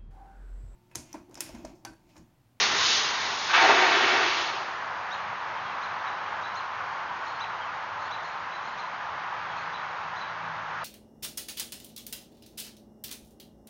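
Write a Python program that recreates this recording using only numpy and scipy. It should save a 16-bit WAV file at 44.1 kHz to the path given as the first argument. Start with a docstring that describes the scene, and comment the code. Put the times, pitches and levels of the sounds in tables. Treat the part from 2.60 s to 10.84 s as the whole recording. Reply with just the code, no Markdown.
"""A bright, hissing jet surges and sags as a fire suppression unit empties over burning pans in an open
shelter on a lawn. Then the main valve gives way: a much deeper blast bursts out, sputters and runs down
within a second. Both are turbulent noise, coloured by the shelter's reflections and resonances.
Small birds peep and whistle nearby in gliding sine tones. Underneath lies the steady rush of a distant
road: tyres, rumble and one engine drawing nearer."""
import sys
import numpy as np
from scipy import signal
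from scipy.fft import rfft, irfft, next_fast_len
from scipy.io import wavfile
from scipy.ndimage import uniform_filter1d, map_coordinates

SR = 44100
rng = np.random.default_rng(int(sys.argv[2]) if len(sys.argv) > 2 else 0)


def put_to_file(sound):
    """Save the sound as 16-bit audio at rate SR, in the file named by the first command-line argument."""
    columns = np.atleast_2d(sound).T  # one column per channel
    safe = np.clip(columns, -1, 1)
    whole_steps = np.round(safe * 32767)
    wavfile.write(sys.argv[1], SR, whole_steps.astype(np.int16))


N = 363384

# Tone of the blast: f/Hz, relative level/dB
BLAST_SPECTRUM = [(50, -54.5), (110, -25), (180, -29), (260, -18), (330, -10.5), (385, -7), (470, -14),
                  (570, -13), (690, -1), (900, -4), (1020, -2), (1300, 1), (2650, -3.5), (4280, -9),
                  (6800, -19.5)]
# Puffs of agent within the blast: peak t/s, level/dB, half width/s
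BLAST_PUFFS = [(1.045, -22.5, 0.018), (1.11, -18.5, 0.022), (1.25, -23.5, 0.02)]
# Tone of the first jet: f/Hz, relative level/dB
JET_SPECTRUM = [(41, -48), (70, -21), (129, -20), (193, -16.5), (423, -9), (533, -11.5), (586, -13),
                (1440, -5), (1650, -4.5), (1850, -2.5), (2460, -1.5), (3680, 6), (6800, -1.5), (8840, -43),
                (15000, -120)]
# Swells of the jet's hiss: peak t/s, level/dB, half width/s
HISS_SWELLS = [(0.01, -27.5, 0.048), (0.305, -27, 0.1)]
# Resonances of the shelter: f/Hz, width/Hz, lift at full ring/dB
SHELTER_MODES = [(361, 22, 5.5), (521, 19, 11.5), (752, 15, 4), (867, 22, 1.5), (906, 17, 17),
                 (1840, 24, 4.5), (2200, 27, 7.5), (2250, 19, 5), (2250, 17, -3), (2590, 11, 10.5),
                 (2890, 20, 2.5), (3445, 48, 2)]
# Reflections off ground and walls: delay/ms, gain
REFLECTIONS = [(1.13, 0.052), (2.62, 0.16), (4.35, 0.075), (5.08, 0.048), (11.9, 0.17), (12.9, 0.18)]
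# Bird peeps: t/s at the top of the arch, top f/Hz, level/dB
PEEP_CUES = [(2.528, 3880, -39.5), (2.545, 4270, -43.5), (3.243, 4160, -44), (3.478, 3980, -45),
             (3.848, 4010, -44.5), (3.979, 4240, -42), (4.684, 4290, -47), (4.825, 4050, -38),
             (5.425, 4360, -53), (5.534, 4030, -40), (5.655, 4300, -48.5), (5.936, 4050, -47),
             (6.053, 4320, -53), (6.204, 4180, -45.5), (6.990, 4310, -49), (7.154, 3990, -43),
             (7.581, 4110, -46), (7.628, 3980, -45.5)]
# Shape of one peep: t/s from the top, share of top pitch, low voice level/dB, high voice level/dB
PEEP_ARCH = [(-.04, 0.52, -38, -17), (-.028, .69, -18.5, -1), (-.018, .87, -6, 0), (-.007, 1, -4, -10.5),
             (.002, 0.98, -3, -11.5), (.013, .98, -8.5, -18.5), (0.023, 0.63, -3, -28.5),
             (.027, .65, -11.5, -37)]
# Higher peeps lean more on the high voice: top f/Hz, high voice trim/dB
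HIGH_VOICE_TRIM = [(3950, -18), (4200, -11)]
# Soft falling whistles: t/s, length/s, starting f/Hz, level/dB
WHISTLE_CUES = [(2.963, .05, 3300, -47.5), (3.044, 0.057, 3450, -48), (3.115, 0.034, 2780, -43),
                (5.0, 0.053, 3350, -46.5), (5.064, .045, 2750, -46), (6.879, .082, 3460, -50.5),
                (6.969, .025, 2700, -42.5)]
# Loudness of the tyre rush: t/s, level/dB
TYRE_LEVELS = [(2.2, -33.5), (3.59, -33), (3.88, -34), (6.25, -35), (6.78, -34), (8.04, -35.5), (8.24, -34)]
# Tone of the tyre rush: f/Hz, relative level/dB
TYRE_SPECTRUM = [(150, -56), (250, -29), (330, -24.5), (358, -21.5), (406, -22), (695, -11), (867, -4.5),
                 (1040, -3.5), (1620, -8.5), (1800, -11.5), (2250, -16.5), (3090, -22.5), (4550, -30),
                 (6800, -39.5), (8840, -71), (15000, -120)]
# Tone of the road's rumble: f/Hz, relative level/dB
RUMBLE_SPECTRUM = [(25, -26), (45, -18), (75, -4.5), (105, -0.5), (150, -3.5), (210, -3.5), (280, -10.5),
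                   (400, -17), (800, -46)]
# The engine pulls harder: peak t/s, level/dB, half width/s
ENGINE_PULLS = [(6.98, -63, 0.093), (7.89, -55, 0.064), (8.2, -60, .06)]

BURST_S, OPEN_S = .932, .0074  # the main valve opens: when, and how fast
LEAK_S, LEAK_DB = .893, -8.5  # it leaks just before it gives way; level against fully open
ROAR_DB, ROAR_SAG_DB_PER_S = -20.5, 8.5  # the roar sinks as the pressure drops
ROAR_ENDS_S, ROAR_FALL_DB_PER_S = 1.6, 29.5  # the agent runs out
HISS_DB, HISS_SAG_DB_PER_S = -24, 7.5  # the hiss of the gas sinks too
HISS_ENDS_S, HISS_FALL_DB_PER_S = 1.81, 49  # the gas lasts a little longer
HOLLOW_DB, HOLLOW_RISE_DB, HOLLOW_BUILD_S = -8.5, 11.5, .13  # low note: level against the roar, build-up
JET_BODY_DB, JET_SAG_DB_PER_S = -28, 11.5  # the jet's body sinks as the pressure drops
JET_HISS_DB = -35.5  # the hiss between swells
PEEP_ECHO_DB = -46.5  # the echo stays the same whichever way a bird faces
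WHISTLE_FALL = .104  # share of its pitch that a whistle loses
ENGINE_HZ, ENGINE_DB = 162, -71  # firing rate, and level while far off
ENGINE_NEARS_S, ENGINE_DB_PER_S = 4.7, 3.5  # when it starts to draw nearer, and how fast it grows
TOP_HZ = 6900


def blast():
    """The main discharge: a sputtering roar of agent and hiss of gas, with a hollow note building below."""
    turbulence = shelter(rush(BLAST_SPECTRUM, patchy_db=.77), ring=.78)
    low, rest = split(turbulence, edge_hz=610)
    roar, hiss = split(rest, edge_hz=2420)
    agent = amp(ROAR_DB) * run_down(ROAR_SAG_DB_PER_S, ROAR_ENDS_S, ROAR_FALL_DB_PER_S)
    gas = amp(HISS_DB) * run_down(HISS_SAG_DB_PER_S, HISS_ENDS_S, HISS_FALL_DB_PER_S)
    hollow = amp(HOLLOW_DB + np.interp(clock() - BURST_S, [0, HOLLOW_BUILD_S], [-HOLLOW_RISE_DB, 0]))
    valve = np.maximum(amp(LEAK_DB) * opening(LEAK_S), opening(BURST_S))
    sputter = amp(.32 * wobble(60))
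    return valve * sputter * (agent * (unit(roar) + hollow * unit(low)) + gas * unit(hiss))


def opening(s):
    """A valve's smooth step from shut to open."""
    return .5 + .5 * np.tanh((clock() - s) / OPEN_S)


def run_down(sag_db_per_s, ends_s, fall_db_per_s):
    """Envelope of an emptying vessel: a slow sag from the burst on, then a quick fall."""
    return amp(-sag_db_per_s * since(BURST_S) - fall_db_per_s * since(ends_s))


def puffs():
    """Slugs of agent leave the nozzle as short, dull puffs."""
    roar = shelter(rush(BLAST_SPECTRUM, patchy_db=1), ring=1)
    dull, _ = split(roar, edge_hz=1050)
    return unit(dull) * swells(BLAST_PUFFS)


def jet():
    """The first jet: bright nozzle spray swells over a sagging body, and cuts out as the blast opens."""
    spray = shelter(rush(JET_SPECTRUM, patchy_db=.5), ring=.1)
    body, hiss = split(spray, edge_hz=2400)
    body_gain = amp(JET_BODY_DB - JET_SAG_DB_PER_S * clock())
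    hiss_gain = amp(JET_HISS_DB) + swells(HISS_SWELLS)
    flutter = amp(.5 * wobble(45))
    return (1 - opening(BURST_S)) * flutter * (body_gain * unit(body) + hiss_gain * unit(hiss))


def shelter(x, ring):
    """Close reflections comb the sound; the shelter's hollow lifts a few notes, scaled by ring."""
    comb = lambda hz: 1 + sum(gain * np.exp(-2j * np.pi * hz * ms / 1000) for ms, gain in REFLECTIONS)
    lift = lambda hz: sum(db / (1 + (2 * (hz - f) / width) ** 2) for f, width, db in SHELTER_MODES)
    return filtered(x, lambda hz: comb(hz) * amp(ring * lift(hz)))


def peeps():
    """Each bird peep arches up and down with a slight quaver; a higher voice leads it on the way up."""
    direct, echo_send = np.zeros(N), np.zeros(N)
    knots, share, low_db, high_db = np.transpose(PEEP_ARCH)
    t = np.arange(knots[0], knots[-1], 1 / SR)
    taper = signal.windows.tukey(len(t), .15)
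    quaver = 1 + .007 * wobble(260)

    def voice(hz, shape_db, lead_s=0):
        """One sine that follows the arch."""
        phase = 2 * np.pi * np.cumsum(hz * np.interp(t + lead_s, knots, share)) / SR
        return amp(np.interp(t, knots, shape_db)) * np.sin(phase)

    for s, top_hz, db in PEEP_CUES:
        start = round((s + knots[0]) * SR)
        span = slice(start, start + len(t))
        pitch = top_hz * quaver[span]
        trim_db = np.interp(top_hz, *np.transpose(HIGH_VOICE_TRIM))
        high = amp(trim_db) * voice(1.61 * pitch, high_db, lead_s=.005)
        call = np.sqrt(2) * taper * (voice(pitch, low_db) + high)
        direct[span] += amp(db) * call
        echo_send[span] += call
    return direct + amp(PEEP_ECHO_DB) * garden_echo(echo_send, t60=.33, onset_s=.015)


def whistles():
    """Soft bird calls slide downwards between the peeps."""
    calls = np.zeros(N)
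    for s, length, start_hz, db in WHISTLE_CUES:
        count = round(length * SR)
        phase = 2 * np.pi * np.cumsum(start_hz * np.linspace(1, 1 - WHISTLE_FALL, count)) / SR
        calls[round(s * SR):][:count] += amp(db) * signal.windows.tukey(count, .5) * np.sin(phase)
    return calls + amp(-8) * garden_echo(calls, t60=.4, onset_s=.017)


def garden_echo(x, t60, onset_s):
    """Trees and buildings scatter a call into a short, diffuse tail."""
    t = np.arange(SR // 2) / SR
    tail = rng.standard_normal(len(t)) * amp(-60 * t / t60) * np.minimum(t / onset_s, 1) ** 2
    return signal.fftconvolve(x, tail / np.linalg.norm(tail))[:N]


def traffic():
    """The background bed: tyre rush from a distant road over its low rumble."""
    tyre_db = np.interp(clock(), *np.transpose(TYRE_LEVELS))
    tyres = amp(tyre_db + .12 * wobble(13)) * rush(TYRE_SPECTRUM, patchy_db=.62)
    rumble = amp(-57.5 + .56 * wobble(2.5)) * rush(RUMBLE_SPECTRUM, patchy_db=1)
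    return tyres + rumble


def engine():
    """A far engine draws nearer, humming at its firing rate with a softer tone a fifth below."""
    phase = 2 * np.pi * np.cumsum(ENGINE_HZ * (1 + .017 * wobble(14))) / SR
    hum = unit(np.sin(phase) + amp(-6) * np.sin(phase * 2 / 3))
    nearness = amp(ENGINE_DB + ENGINE_DB_PER_S * since(ENGINE_NEARS_S))
    waver = amp(1.5 * wobble(6.5))
    return (nearness + swells(ENGINE_PULLS)) * waver * hum


def rush(spectrum, patchy_db):
    """Turbulent noise of rms 1: a spectrum with drifting patches of gain."""
    frames = signal.stft(rng.standard_normal(N), nperseg=512)[2]
    patches = uniform_filter1d(rng.standard_normal(frames.shape), size=5, axis=0)  # across frequency
    patches = uniform_filter1d(patches, size=12, axis=1)  # across time
    noise = signal.istft(frames * amp(patchy_db * unit(patches)), nperseg=512)[1][:N]
    f, db = np.transpose(spectrum)
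    return unit(filtered(noise, lambda hz: amp(np.interp(np.log(hz + 1), np.log(f), db))))


def swells(rows):
    """Bell-shaped envelopes from rows of peak t/s, level/dB, half width/s."""
    return sum(amp(db) * np.exp(-.5 * ((clock() - s) / width) ** 2) for s, db, width in rows)


def wobble(rate):
    """A smooth random curve, rate knots a second."""
    return map_coordinates(rng.standard_normal(int(N * rate / SR) + 4), [clock() * rate])


def split(x, edge_hz):
    """Crossover: the parts of x below and above an edge."""
    low = filtered(x, lambda hz: 1 / (1 + (hz / edge_hz) ** 8))
    return low, x - low


def filtered(x, response):
    """Equalise x with a gain given as a function of frequency."""
    size = next_fast_len(N + SR // 2)
    return irfft(rfft(x, size) * response(np.fft.rfftfreq(size, 1 / SR)), size)[:N]


def amp(db):
    """Decibels to gain."""
    return 10 ** (np.asarray(db) / 20)


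def unit(x):
    """Scale to rms 1."""
    return x / np.sqrt(np.mean(x ** 2) + 1e-20)


def clock():
    """The time of each sample in seconds."""
    return np.arange(N) / SR


def since(s):
    """Seconds since a cue, zero before it."""
    return np.maximum(clock() - s, 0)


def scene():
    """The mono mix: discharge in front, road and birds behind."""
    discharge = jet() + blast() + puffs()
    return (discharge + traffic() + engine() + peeps() + whistles())[None]


def record(dry):
    """A steep high cut takes off the top of the mix."""
    high_cut = lambda hz: np.clip((TOP_HZ - hz) / 200 + .5, 0, 1)
    return np.array([filtered(channel, high_cut) for channel in dry])


dry = scene()
out = record(dry)
put_to_file(out)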